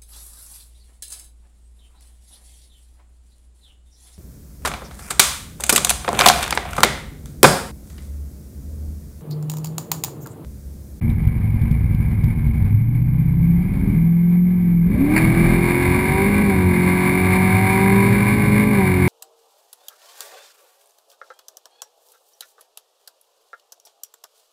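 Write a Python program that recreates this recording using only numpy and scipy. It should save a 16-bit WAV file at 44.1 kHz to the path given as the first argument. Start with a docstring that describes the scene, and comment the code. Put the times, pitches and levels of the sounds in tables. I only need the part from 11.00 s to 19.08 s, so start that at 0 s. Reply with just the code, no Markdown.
"""A V8 drag car, heard from the cabin. It lopes at idle, hard firings thumping and ticking the trim.
Held against the brake, the revs climb; then it launches with a clunk and shifts up twice, the driveshaft
droning ever higher. Eight uneven firings per engine cycle boom through the pipes and cabin and rasp in
the bodywork. Throughout, the dashboard camera holds each sample of a slow converter, which mirrors the
sound into a treble fizz."""
import sys
import numpy as np
from scipy import signal
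from scipy.fft import rfft, irfft, next_fast_len
from scipy.io import wavfile
from scipy.ndimage import uniform_filter1d, minimum_filter1d, map_coordinates

SR = 44100
rng = np.random.default_rng(int(sys.argv[2]) if len(sys.argv) > 2 else 0)


def dump(signal):
    """Clip the signal to [-1, 1] and save it as 16-bit WAV at the path in sys.argv[1]."""
    limited = np.clip(np.atleast_2d(signal).T, -1, 1)
    pcm = np.round(limited * 32767).astype(np.int16)
    wavfile.write(sys.argv[1], SR, pcm)


N = 356328


def amp(db):
    """Decibels to gain."""
    return 10 ** (np.asarray(db) / 20)


def steady(x):
    """Ride the level to a running rms of 1."""
    return x / np.sqrt(np.abs(uniform_filter1d(x ** 2, size=SR // 5)) + 1e-20)


def eq_gain(points, hz):
    """Gain of an EQ curve drawn through (freq_hz, level_db) points on a log axis."""
    freq_hz, level_db = np.transpose(points)
    return amp(np.interp(np.log(hz + 1), np.log(freq_hz + 1), level_db))


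def automation(rows):
    """One curve, sample by sample, for each column after the time."""
    time_s, *columns = np.transpose(rows)
    return [np.interp(np.arange(N) / SR, time_s, column) for column in columns]


def wobble(rate_hz, size=N):
    """A smooth random curve with rate_hz knots a second."""
    position = np.linspace(0, N * rate_hz / SR, 4096)
    slow = map_coordinates(rng.standard_normal(int(position[-1]) + 4), [position])
    return np.interp(np.linspace(0, position[-1], size), position, slow)


def filtered(x, response):
    """Shape x with a gain that is a function of frequency."""
    size = next_fast_len(N + SR // 2)
    return irfft(rfft(x, size) * response(np.fft.rfftfreq(size, 1 / SR)), size)[:N]


def ring(x, eq):
    """Ring x through a minimum-phase resonator with this EQ curve."""
    size = 2 ** 14
    cepstrum = irfft(np.log(eq_gain(eq, np.fft.rfftfreq(size, 1 / SR)) + 1e-6))
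    cepstrum[1:size // 2] *= 2
    cepstrum[size // 2 + 1:] = 0
    impulse_response = irfft(np.exp(rfft(cepstrum)))
    return signal.fftconvolve(x, impulse_response)[:N]


# Resonances of the pipes and cabin: centre_hz, half_width_hz, lift_db
CABIN_RESONANCES = [(40.5, 5.6, 6), (91, 3.2, 5), (115.5, 16.3, 8), (172.6, 19.6, 11.5), (195.5, 6.4, 7.5),
                    (213.9, 14.9, 9.5), (271, 17.6, 12), (306, 15, 7.5), (355.5, 20.6, 6.5), (390, 8.4, 9),
                    (592, 9.5, 8.5), (763, 21.5, 12.5), (963, 31, 15)]
def cabin_lift_db(hz):
    """A tone swells as its pitch passes through a resonance."""
    grid_hz = np.arange(SR // 20)
    lift_db = sum(db * np.exp(-np.minimum(((grid_hz - centre) / width) ** 2, 20))
                  for centre, width, db in CABIN_RESONANCES)
    return np.interp(hz, grid_hz, lift_db)


def driveshaft():
    """The shaft's imbalance drones higher and louder with road speed, beating against the engine."""
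    roll_start_s, pitch_after_1s_hz, swell_db_per_s = 4.0, 61.4, .5
    rolled_s = np.maximum(np.arange(N) / SR - roll_start_s, 0)
    pitch_hz = pitch_after_1s_hz * rolled_s ** .56
    level_db = -30.5 + swell_db_per_s * rolled_s + cabin_lift_db(pitch_hz) + 1.8 * wobble(8.7)
    return np.sqrt(2) * amp(level_db) * np.sin(2 * np.pi * np.cumsum(pitch_hz) / SR)


# Hard firings at idle: start_s, tick_db, thump_db
HARD_FIRINGS = [(0.101, -32, -10.5), (0.2767, -36.5, -13), (0.618, -42, -12), (0.7135, -32.5, -7),
                (0.8607, -46.5, -8), (0.9488, -36, -10.5), (1.2418, -32.5, -10.5), (1.481, -42, -16),
                (1.6255, -40.5, -11), (1.6515, -43, -8)]
def idle_knocks():
    """A hard firing thumps, and loose trim ticks just after."""
    t = np.arange(SR // 8) / SR
    thump = np.exp(-t / .0074) * np.sin(2 * np.pi * 125 * t)
    ticks, thumps = np.zeros((2, N))
    for start_s, tick_db, thump_db in HARD_FIRINGS:
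        tick = np.exp(-t / .0009) * rng.standard_normal(len(t))
        ticks[round(start_s * SR):][:len(t)] += amp(tick_db) * tick
        thumps[round((start_s - .004) * SR):][:len(t)] -= amp(thump_db) * thump
    trim_eq = [(800, -23), (2000, -3.5), (3500, 10), (5000, 3), (6000, -2.5)]
    thump_eq = [(200, 4.5), (500, -30), (2000, -48)]
    return ring(ticks, trim_eq) + ring(thumps, thump_eq)


# Jolts through the chassis: start_s, level_db
JOLTS = [(4.162, -11.5), (4.177, -13.5), (6.322, -23)]
# The chassis's ring: freq_hz, level_db
CHASSIS_EQ = [(300, -19), (800, -7.5), (1300, -8.5), (1800, 0), (2400, 4.5), (3300, -33.5), (4500, -13.5),
              (5500, -27)]
def chassis_clunks():
    """Each jolt is a short noise burst that rings the chassis."""
    t = np.arange(SR // 8) / SR
    hits = np.zeros(N)
    for start_s, level_db in JOLTS:
        burst = np.exp(-t / .012) * rng.standard_normal(len(t))
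        hits[round(start_s * SR):][:len(t)] += amp(level_db + 9.5) * burst
    return ring(hits, CHASSIS_EQ)


# The cylinders in firing order: exhaust_db, rasp_db, rasp_delay_intervals
FIRING_ORDER = [(5.5, 4.5, 0.0075), (-8.5, 5, 0.173), (1.5, 2, -0.1), (0.5, 0, .22), (1, 3, .03),
                (-5, 1, -0.1925), (0, 4, .09), (1, 1.5, -0.052)]
def firings(cycle, strength_db, delay, scatter_db, jitter):
    """One pulse per firing, no two burns alike; delay and jitter are in firing intervals."""
    count = len(FIRING_ORDER)
    firing = np.arange(1, int(cycle[-1] * count) - 1)
    cylinder = firing % count
    timing_draw, level_draw = rng.standard_normal((len(firing), 2)).T
    at = np.interp(firing + delay[cylinder] + jitter * timing_draw, cycle * count, np.arange(N))
    gain = amp(strength_db[cylinder] + scatter_db * np.clip(level_draw, -2, 2))
    sample, spill = at.astype(int), at % 1  # each pulse straddles two samples
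    pulses = np.bincount(sample, gain * (1 - spill), N + 1) + np.bincount(sample + 1, gain * spill, N + 1)
    return pulses[:N]


def puffs(pulses, decay_s):
    """Every pulse releases a short burst of turbulence."""
    t = np.arange(SR // 20) / SR
    envelope = signal.fftconvolve(pulses, np.exp(-t / decay_s))[:N]
    return steady(envelope * rng.standard_normal(N))


# Body panels ringing under load: centre_hz, width_hz, level_db
PANEL_MODES = [(535, 45, -11), (777, 65, -5), (978.6, 61, -2), (1150, 76, -1), (1222, 100, -5.5),
               (1270, 26, -25.5), (1497, 18, -5), (1677, 160, -3), (1846, 37, -4), (2126, 217, 5.5),
               (2342, 202, 5.5), (2660, 55, -7.5)]
def panels(hz):
    """Response of the bodywork's modes; little gets through above the last one."""
    modes = sum((-1) ** k * amp(db) * 1j * hz * width / (centre ** 2 - hz ** 2 + 1j * hz * width)
                for k, (centre, width, db) in enumerate(PANEL_MODES))
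    return modes * eq_gain([(200, -37.5), (450, 1.5), (2450, -6.5), (2750, -21), (5000, -31.5)], hz)


# Small metal fittings buzzing under load: freq_hz, level_db
FITTINGS_EQ = [(1600, -34), (2700, -0.5), (3130, -10.5), (3560, -5.5), (3680, 1.5), (3800, -5.5),
               (4020, -12.5), (4190, 0.5), (4300, -13.5), (4420, -2.5), (4600, -9.5), (5160, -13.5),
               (5900, -17), (7700, -50)]
# Tappet clatter off load: freq_hz, level_db
TAPPET_EQ = [(260, -8.5), (450, -3.5), (676, -12.5), (752, -3.5), (802, -7), (993, -7.5), (1440, -18),
             (1610, -9.5), (1870, -15.5), (2210, 0), (2440, -9.5), (2570, -22), (3150, -25), (3700, -27),
             (5800, -33), (7540, -81.5), (12800, -120)]
def rasp(cycle, load):
    """The sharp edge of each firing rings panels and fittings; off load only a loose clatter is left."""
    _, strength_db, delay = np.transpose(FIRING_ORDER)
    pulses = firings(cycle, strength_db, delay, scatter_db=1.98, jitter=.007)
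    edge = steady(filtered(pulses, panels))
    turbulence = steady(filtered(puffs(pulses, decay_s=.0029), panels))
    sizzle = steady(ring(steady(pulses) + .8 * puffs(pulses, decay_s=.007), FITTINGS_EQ))
    clatter = steady(ring(puffs(pulses, decay_s=.018), TAPPET_EQ))
    loaded = amp(-1.48) * edge + amp(-4) * turbulence + amp(-16) * sizzle
    flutter = amp(.84 * wobble(rate_hz=16))
    return flutter * (load * loaded + (1 - load) * amp(2.42) * clatter)


# The pipes' tone at idle: freq_hz, level_db
IDLE_PIPE_EQ = [(8, -50.5), (28, -5), (41, 1.5), (51, -7), (63, 9), (83, -13.5), (105, 4), (135, -9),
                (150, 0.5), (172, -10.5), (198, -18), (228, -6), (262, -26), (330, -25), (480, -48),
                (1200, -94)]
# The pipes' tone at open throttle: freq_hz, level_db
OPEN_PIPE_EQ = [(8, -60.5), (32, -7.5), (75, -1), (130, -4), (210, -2.5), (290, -16), (400, -23),
                (520, -29.5), (800, -38), (2000, -83.5)]
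def exhaust(cycle, load):
    """Uneven pulses rumble down the pipes: a lope at idle, a dense burble under load."""
    strength_db = np.array(FIRING_ORDER)[:, 0]
    no_delay = np.zeros(len(FIRING_ORDER))
    lope = ring(firings(cycle, strength_db, no_delay, scatter_db=1.5, jitter=.13), IDLE_PIPE_EQ)
    burble = ring(firings(cycle, strength_db, no_delay, scatter_db=2, jitter=.21), OPEN_PIPE_EQ)
    return (1 - load) * steady(lope) + load * steady(burble)


# The exhaust's low partials: cycle_multiple, off_load_db, loaded_db
ENGINE_ORDERS = [(2, -35.5, -29), (3, -46, -28.5), (4, -45, -30.5), (5, -36.5, -35), (6, -33, -42),
                 (7, -37, -42), (8, -23, -29.5), (9, -41.5, -42), (10, -28, -49.5), (11, -37, -47),
                 (14, -40.5, -52), (16, -52, -39), (18, -48.5, -54), (20, -50.5, -46.5), (21, -57, -51)]
def boom(cycle, speed_hz, load, rumble_db):
    """The firing note and its neighbouring orders sweep through the resonances, each wavering alone."""
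    samples = np.arange(N)
    control = samples[::100]
    speed_hz, load = speed_hz[control], load[control]
    # Off load, orders between the firing note's multiples sink as the rumble dies down.
    sink_db = 1.1 * np.minimum(rumble_db[control] + 22.5, 0)
    unrest = .61 + .39 * load
    angle = 2 * np.pi * (cycle % 1)
    tones = np.zeros(N)
    for order, off_load_db, loaded_db in ENGINE_ORDERS:
        between = order % len(FIRING_ORDER) > 0
        level_db = (1 - load) * (off_load_db + between * sink_db) + load * loaded_db
        waver_db = unrest * (3 if between else 1) * wobble(8, size=len(control))
        gain = amp(level_db + cabin_lift_db(order * speed_hz) + waver_db)
        drift_rad = 2 * np.pi * rng.random() + .82 * wobble(1.592, size=len(control))
        phase = order * angle + np.interp(samples, control, drift_rad)
        tones += np.interp(samples, control, gain) * np.sin(phase)
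    return np.sqrt(2) * tones


# Revs through idle, staging, launch and two shifts (a cycle is two crank turns): time_s, cycle_hz
REVS = [(0.0, 11.03), (1.58, 10.9), (1.88, 14.8), (2.57, 17.2), (3.06, 20.95), (3.52, 22.4), (3.86, 20.85),
        (4.03, 34.9), (4.17, 39.7), (4.35, 41.75), (5.01, 45.8), (5.35, 50.6), (5.45, 50.65), (5.55, 46.6),
        (5.73, 44.7), (6.09, 45.75), (6.5, 46.85), (7.18, 49.85), (7.39, 51.7), (7.48, 50.75), (7.7, 52.95),
        (7.85, 46.3), (8.08, 45.15)]
# How hard the engine pulls and bites: time_s, load_fraction, rasp_db
THROTTLE_MOVES = [(0, 0.13, -43.5), (1.6, 0, -43.5), (1.85, 0, -49), (2.45, 0, -46), (2.92, 0.33, -39.5),
                  (3.15, 0.26, -45), (3.87, 0.29, -43.5), (3.91, 0.7, -36.5), (4.05, 0.5, -31.5),
                  (4.2, 0.71, -23), (5.1, 0.88, -23.5), (5.7, 0.92, -26), (5.92, 0.99, -24),
                  (6.7, 0.94, -21.5), (8.08, 1, -26)]
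# Uneven burning, least against the brake, barking as the throttle opens: time_s, rumble_db
RUMBLE_FADER = [(0, -16), (1.65, -16.5), (1.85, -23.5), (2.7, -21), (2.9, -14.5), (3.15, -32.5),
                (3.85, -29), (3.92, -17.5), (4.07, -26), (4.25, -13.5), (4.8, -22), (5.4, -17.5),
                (5.8, -22.5), (6.8, -21.5), (7.2, -17.5), (8.08, -24)]
def engine():
    """The crank drives rumble, boom and rasp; its speed hunts at idle and steadies with revs."""
    flywheel_s, lope_below_hz, lope_fade_hz = .06, 12.4, 1.36
    speed_hz = uniform_filter1d(automation(REVS)[0], size=int(flywheel_s * SR), mode="nearest")
    loping = np.clip((lope_below_hz - speed_hz) / lope_fade_hz, 0, 1)
    hunting = (.00098 + .01182 * loping) * wobble(12)
    cycle = np.cumsum(speed_hz * (1 + hunting)) / SR
    load, rasp_db = automation(THROTTLE_MOVES)
    rumble_db, = automation(RUMBLE_FADER)
    rumble = amp(rumble_db) * exhaust(cycle, load)
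    note = (1 - loping) * boom(cycle, speed_hz, load, rumble_db)  # a loping engine holds no note
    return rumble + note + amp(rasp_db) * rasp(cycle, load)


def scene():
    """The mono cabin mix: engine up front, shaft drone and knocks behind it."""
    return (engine() + driveshaft() + idle_knocks() + chassis_clunks())[None]


def limiter(x, ceiling):
    """The gain ducks just ahead of any peak that would pass the ceiling."""
    needed = ceiling / np.maximum(np.abs(x), ceiling)
    return x * uniform_filter1d(minimum_filter1d(needed, size=SR // 40), size=SR // 40)


def record(dry):
    """After the limiter, holding each sample mirrors the sound about the converter's rate as fizz."""
    band_hz, hold_hz, top_hz = 5600, 12000, 15250
    limited = limiter(dry[0], ceiling=.76)
    band = filtered(limited, lambda hz: 1 / np.sqrt(1 + (hz / band_hz) ** 40))
    mirrored = band * (1 + 2 * np.cos(2 * np.pi * hold_hz * np.arange(N) / SR))
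    return filtered(mirrored, lambda hz: np.sinc(hz / hold_hz) * (hz < top_hz))[None]  # the hold's droop


dry = scene()
out = record(dry)
dump(out)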